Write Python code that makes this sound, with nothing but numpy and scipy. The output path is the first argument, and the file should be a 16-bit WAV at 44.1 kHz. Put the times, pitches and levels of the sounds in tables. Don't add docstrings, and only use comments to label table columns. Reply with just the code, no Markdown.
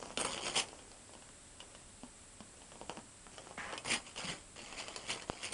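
import sys
import numpy as np
from scipy import signal
from scipy.fft import rfft, irfft, next_fast_len
from scipy.io import wavfile
from scipy.ndimage import uniform_filter1d

SR = 44100
rng = np.random.default_rng(int(sys.argv[2]) if len(sys.argv) > 2 else 0)


def generate_wav(signal):
    frames = np.transpose(np.atleast_2d(signal))
    scaled = np.clip(frames, -1, 1) * 32767
    pcm = np.round(scaled).astype(np.int16)
    wavfile.write(sys.argv[1], SR, pcm)


N = 243917

CHEW_SPELLS = [(0.0, 0.13, -53, 13), (0.636, 1, -57.5, 33), (1.59, 0.27, -67, 5), (2.536, 0.37, -65.5, 7),
               (2.894, 0.12, -57.5, 73), (3.317, 0.21, -59, 2)]
FOLD_POPS = [(0.027, -33, 734, -10), (0.058, -40, 545, -4), (0.105, -36.5, 690, -15), (0.22, -32, 536, -8),
             (0.367, -38, 541, -3), (0.73, -39.5, 594, -24), (1.094, -47, 690, -20),
             (1.152, -44.5, 557, -7), (1.29, -44.5, 1130, -9), (2.034, -40, 530, -10),
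             (2.405, -49, 494, -8), (2.756, -44, 536, -10), (2.814, -35, 530, -11), (2.896, -28.5, 687, -7),
             (2.972, -36, 765, -9.5), (2.991, -41, 1030, -12), (3.267, -38.5, 1040, -11.5),
             (3.471, -39, 800, -22), (3.51, -39, 603, -14), (3.579, -29.5, 1110, -32),
             (3.731, -34, 540, -21), (5.332, -41.5, 510, -10)]
CREASE_SNAPS = [(0.1744, 1.5, -3.5, -2.5), (0.2499, -13, -1, 8), (0.3777, -7, -3, -6.5),
                (0.4678, -6, 1.5, -14), (0.599, -1.5, -14, -1), (0.6862, -23.5, 1, 6), (0.7906, -23, 4, -5),
                (0.9165, -25.5, 4, 6.5), (1.1358, -24.5, 2.5, 4), (1.223, -25.5, 6, -3),
                (1.6038, -14.5, -1, -3.5), (1.628, -29, 9, 2), (1.7495, -21, 4.5, -3), (2.4052, -21, 5, -3),
                (2.6184, -25.5, 4.5, -6), (2.719, -23.5, 8, -4), (3.3811, -17, 6, -1),
                (3.7259, -11.5, -4, -6), (3.7367, -15.5, 3.5, -1), (3.7782, -6, -5.5, -2),
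                (3.8485, -20.5, 9, 7), (3.8807, -8.5, -1, -1), (4.0662, -19, -5, -4), (4.161, -14, -1, -2),
                (4.1778, -10.5, -17, -8), (4.5909, -18.5, 2.5, -5), (4.6174, -20, -3.5, 2),
                (4.661, -19, -14, -2), (4.7266, -13.5, 4, -1.5), (4.883, -11.5, 2.5, 1),
                (4.962, -10.5, 3, 6), (5.2225, -19, 6, 6)]
PAW_THUMPS = [(0.177, -38, 250), (2.035, -41, 246), (2.406, -45.5, 215), (2.984, -46, 226),
              (3.673, -49, 206), (4.245, -39.5, 184), (4.29, -40.5, 164)]
# full-strength t/s, attack/s, hold/s, release/s, crackle/dB, relative flap/dB, relative fizz/dB
PAPER_PULLS = [(0.199, 0.031, 0.018, 0.021, -43.5, 1.5, 4), (0.249, 0.013, 0.0043, 0.058, -41.5, 4, 2),
               (0.317, 0.073, .012, 0.084, -43, -5.5, -14), (0.466, .08, .012, 0.099, -40, -4, -9.5),
               (0.565, 0.034, 0.034, 0.039, -33.5, -8, -8), (3.859, 0.019, 0.028, 0.067, -46, 0.5, -2.5),
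               (3.906, 0.032, 0.034, 0.056, -35, -4, -5), (4.078, 0.065, .005, 0.076, -53.5, -6, -9),
               (4.184, 0.031, 0.022, 0.043, -45.5, -5, -7.5), (4.248, 0.073, 0.0076, .08, -47, 0, -4),
               (4.283, 0.031, 0.023, 0.096, -43.5, -3, -9), (4.792, 0.046, 0.0046, 0.077, -43.5, -6, -10),
               (5.102, 0.047, .013, .075, -39.5, -7, -5.5), (5.441, 0.042, 0.013, 0.052, -41.5, -11.5, -6),
               (5.526, 0.021, .02, .05, -41, -6.5, -4)]
# t/s, length/s, crackle/dB, relative flap/dB
HANGING_SPELLS = [(0.19, 0.28, -53, 2.5), (4.561, 0.5, -55.5, -2.5), (5.141, 0.1, -56, -0.5),
                  (5.278, 0.21, -57, -3)]
LOOSE_SHARE = [(0.17, 0.09), (0.45, 0.06), (0.57, 0.55), (3.9, 0.94), (5.5, 0.82)]
DIGITAL_CLICK = [(5.299, -19.5)]  # t/s, level/dB
WHINE_TONES = [(7300, -72), (8080, -63.5)]  # f/Hz, rms level/dB
ROOM_T60 = [(150, 0.34), (800, 0.26), (3000, 0.12), (10000, 0.17)]  # f/Hz, decay time/s

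# f/Hz, level/dB
CHEW_SPECTRUM = [(76, -24), (130, -1.5), (249, -5), (342, -1), (801, -3.5), (1700, -15.5), (3140, -9.5),
                 (3900, -25), (4770, -12.5), (7000, -13.5), (9100, -56), (15400, -120)]
MURMUR_SPECTRUM = [(12, -34), (20, -2), (36, 2), (55, -6.5), (91, -3.5), (153, -10.5), (232, -7),
                   (335, -12.5), (418, -12), (472, -17), (575, -10), (634, -15), (7000, -22.5), (9100, -74),
                   (15400, -120)]
AMPLIFIER_SPECTRUM = [(6000, -34), (7200, 1), (9000, -1), (9600, 1.5), (10000, 3), (10500, -4.5),
                      (11200, 5)]
FLAP_SPECTRUM = [(65, -14), (110, -6.5), (278, -0.5), (407, -3.5), (544, 1.5), (603, -1.5), (1130, -1.5),
                 (1750, -12.5), (2280, -10.5), (3850, -120)]
TIGHT_SPECTRUM = [(1030, -44), (1750, -37), (2220, -17), (3070, -2.5), (3270, -5), (3920, -21), (4560, -9),
                  (5710, -18), (6930, -11), (7800, -18.5), (10100, -26), (17200, -120)]
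LOOSE_SPECTRUM = [(1000, -26), (1700, -13), (2020, -1), (2670, -0.5), (3240, -1), (3720, -11), (4960, -1.5),
                  (5320, -8.5), (5710, -12), (6780, -5.5), (7560, -7.5), (7800, -16), (10100, -68),
                  (17200, -120)]
FIZZ_SPECTRUM = [(7400, -41), (8100, -4.5), (9400, 0), (9900, -10.5), (10500, -7), (11200, -10.5)]
SLIP_SPECTRUM = [(88, -49), (150, -24), (215, -4), (293, -10), (506, -1), (818, -1.5), (1210, -0.5),
                 (1390, -8), (1740, -5.5), (2860, -14.5), (3820, -26), (7850, -26), (9000, -31),
                 (11700, -49), (19800, -120)]

# f/Hz, width/Hz, level/dB
CREASE_MODES = [(2980, 1110, 2.5), (4330, 2750, -4.5), (6720, 700, -7.5), (8800, 1050, -7)]
WAD_MODES = [(215, 124, -1), (870, 630, -9.5)]
PANEL_MODES = [(710, 960, 1)]


def amp(db):
    return 10 ** (np.asarray(db) / 20)


def unit(x):
    return x / np.sqrt(np.mean(x ** 2) + 1e-20)


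def along(points, hz):
    f, v = np.transpose(points)
    return np.interp(np.log(hz + 1), np.log(f + 1), v)


def filtered(x, response):
    size = next_fast_len(N + SR // 2)
    return irfft(rfft(x, size) * response(np.fft.rfftfreq(size, 1 / SR)), size)[..., :N]


def coloured(x, spectrum):
    return unit(filtered(x, lambda hz: amp(along(spectrum, hz))))


def ring(x, modes):
    return filtered(x, lambda hz: sum(
        amp(db) * (1j * hz * width_hz / (mode_hz ** 2 - hz ** 2 + 1j * hz * width_hz)) ** 2
        for mode_hz, width_hz, db in modes))


def add(track, at_s, sound):
    part = track[max(round(at_s * SR), 0):][:len(sound)]
    part += sound[:len(part)]


def spell(start_s, length_s, db, fade_db_per_s, open_s=0.0016, close_s=0.013):
    t = np.arange(N) / SR - start_s
    gate = np.exp(np.minimum(t, 0) / open_s - np.maximum(t - length_s, 0) / close_s)
    return gate * amp(db - fade_db_per_s * np.clip(t, 0, length_s))


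def crackle(rate_hz, spread_db, life_s):
    hits = rng.random(N) < rate_hz / SR
    energy = hits * amp(spread_db * np.clip(rng.standard_normal(N), -2.5, 2.5)) ** 2
    energy = signal.lfilter([1], [1, -np.exp(-2 / (life_s * SR))], energy)
    average = np.abs(uniform_filter1d(energy, size=1100)) + 1e-9
    return np.sqrt(energy / average) * rng.standard_normal(N)


def burst(t, life_s, scatter):
    after = rng.standard_normal(len(t)) * np.sqrt(t) * np.exp(-t / life_s)
    return (t == 0) + scatter * unit(after) / np.sqrt(len(t))


def chewing():
    gain = sum(spell(*row) for row in CHEW_SPELLS)
    return gain * coloured(crackle(rate_hz=380, spread_db=2.5, life_s=0.0018), CHEW_SPECTRUM)


def noise_floor():
    t = np.arange(N) / SR
    murmur = amp(-59.5) * coloured(rng.standard_normal(N), MURMUR_SPECTRUM)
    hiss = amp(-54.5) * coloured(rng.standard_normal(N), AMPLIFIER_SPECTRUM)
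    low, high = [np.sqrt(2) * amp(db) * np.sin(2 * np.pi * hz * t) for hz, db in WHINE_TONES]
    flutter = unit(filtered(rng.standard_normal(N), lambda hz: np.exp(-((hz - 21) / 9) ** 2)))
    return murmur + hiss + high + low * (1 + 0.47 * flutter)


def fold_pops(crack_drive_db=26, settling_drive_db=17.5):
    swings, cracks, settling = np.zeros((3, N))
    t = np.arange(SR // 15) / SR
    for at_s, db, hz, crack_db in FOLD_POPS:
        phase = 2 * np.pi * hz * t - np.pi
        add(swings, at_s, amp(db) * phase * np.exp((1 - phase ** 2) / 2))
        add(cracks, at_s, amp(db + crack_db + crack_drive_db) * burst(t, life_s=0.00037, scatter=0.4))
        add(settling, at_s, amp(db + settling_drive_db) * burst(t, life_s=0.0051, scatter=3.7))
    return swings + ring(cracks, CREASE_MODES) + ring(settling, WAD_MODES)


def crease_snaps():
    body, middle, edge = np.zeros((3, N))
    t = np.arange(SR // 50) / SR
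    for at_s, db, body_db, edge_db in CREASE_SNAPS:
        flip = amp(db) * burst(t, life_s=0.0019, scatter=0.7)
        add(body, at_s, amp(body_db) * flip)
        add(middle, at_s, flip)
        add(edge, at_s, amp(edge_db) * flip)
    return ring(body, PANEL_MODES) + ring(middle, CREASE_MODES[:1]) + ring(edge, CREASE_MODES[1:])


def paw_thumps(t60_s=0.11):
    out = np.zeros(N)
    t = np.arange(SR // 6) / SR
    for at_s, db, hz in PAW_THUMPS:
        add(out, at_s, amp(db) * np.sin(2 * np.pi * hz * t) * amp(-60 * t / t60_s))
    return out


def pulling(range_db=21):
    t = np.arange(N) / SR
    power = np.zeros((3, N))
    for at_s, attack_s, hold_s, release_s, db, flap_db, fizz_db in PAPER_PULLS:
        slack = np.maximum(at_s - t, 0) / attack_s + np.maximum(t - at_s - hold_s, 0) / release_s
        slack_db = range_db * slack
        relative_db = np.array([-slack_db,
                                flap_db - 0.92 * slack_db,
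                                fizz_db - 1.14 * slack_db])
        power += amp(db + relative_db) ** 2
    for start_s, length_s, db, flap_db in HANGING_SPELLS:
        rustle = spell(start_s, length_s, db, fade_db_per_s=0.5)
        power[:2] += np.array([rustle, amp(flap_db) * rustle]) ** 2
    return np.sqrt(power)


def flexing(x, depth_db):
    spectra = signal.stft(x, nperseg=256)[2]
    field = uniform_filter1d(rng.standard_normal(spectra.shape), size=3, axis=0)
    field = uniform_filter1d(field, size=6, axis=1)
    gain = amp(depth_db * np.clip(unit(field), -2, 2))
    return signal.istft(spectra * gain, nperseg=256)[1][:N]


def ripping():
    crackle_gain, flap_gain, fizz_gain = pulling()
    loose = np.clip(np.interp(np.arange(N) / SR, *np.transpose(LOOSE_SHARE)), 0, 1)
    rate_hz = 350 * (1 + 1.5 * loose) * (1 + crackle_gain / amp(-41.5))
    breaks = flexing(crackle(rate_hz, spread_db=1.0, life_s=0.0015), depth_db=3.0)
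    flap = flap_gain * coloured(breaks, FLAP_SPECTRUM)
    wad = (1 - loose) * coloured(breaks, TIGHT_SPECTRUM)
    edge = loose * coloured(breaks, LOOSE_SPECTRUM)
    fizz = fizz_gain * coloured(breaks, FIZZ_SPECTRUM)
    return flap + crackle_gain * (wad + edge) + fizz


def dragging(start_s=3.578, length_s=0.18, split_hz=1400):
    bright_gain = spell(start_s, length_s, db=-47, fade_db_per_s=25)
    dull_gain = spell(start_s, length_s, db=-56.5, fade_db_per_s=-33)
    slips = coloured(crackle(rate_hz=2700, spread_db=-0.5, life_s=0.00056), SLIP_SPECTRUM)
    dull = filtered(slips, lambda hz: 1 / (1 + (hz / split_hz) ** 8))
    return bright_gain * unit(slips - dull) + dull_gain * unit(dull)


def digital_click(width_s=0.0005, highpass_hz=45, lowpass_hz=4000):
    out = np.zeros(N)
    for at_s, db in DIGITAL_CLICK:
        add(out, at_s, amp(db) * np.ones(round(width_s * SR)))
    return filtered(out, lambda hz: 1j * hz / (1j * hz + highpass_hz) / (1 + 1j * hz / lowpass_hz))


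def room(x, wet_db):
    out = x.copy()
    block = SR // 4
    for start in range(0, N, block):
        hz, t, noise = signal.stft(rng.standard_normal(SR // 2), SR, nperseg=256)
        build_up = 1 - np.exp(-(t / 0.0019) ** 2)
        decay = amp(-60 * t / along(ROOM_T60, hz)[:, None])
        tail = signal.istft(noise * build_up * decay, SR, nperseg=256)[1]
        wet = signal.fftconvolve(x[start:start + block], tail / np.linalg.norm(tail))
        add(out, start / SR, amp(wet_db) * wet)
    return out


def scene():
    rustle = room(ripping() + chewing() + dragging(), wet_db=-8)
    clicks = room(crease_snaps(), wet_db=-3) + room(fold_pops(), wet_db=-6)
    mono = rustle + clicks + paw_thumps() + digital_click() + noise_floor()
    return np.array([mono, mono])


def record(dry):
    limit_hz, taper_hz = 11350, 900
    return filtered(dry, lambda hz: np.clip((limit_hz - hz) / taper_hz, 0, 1) ** 2)


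dry = scene()
out = record(dry)
generate_wav(out)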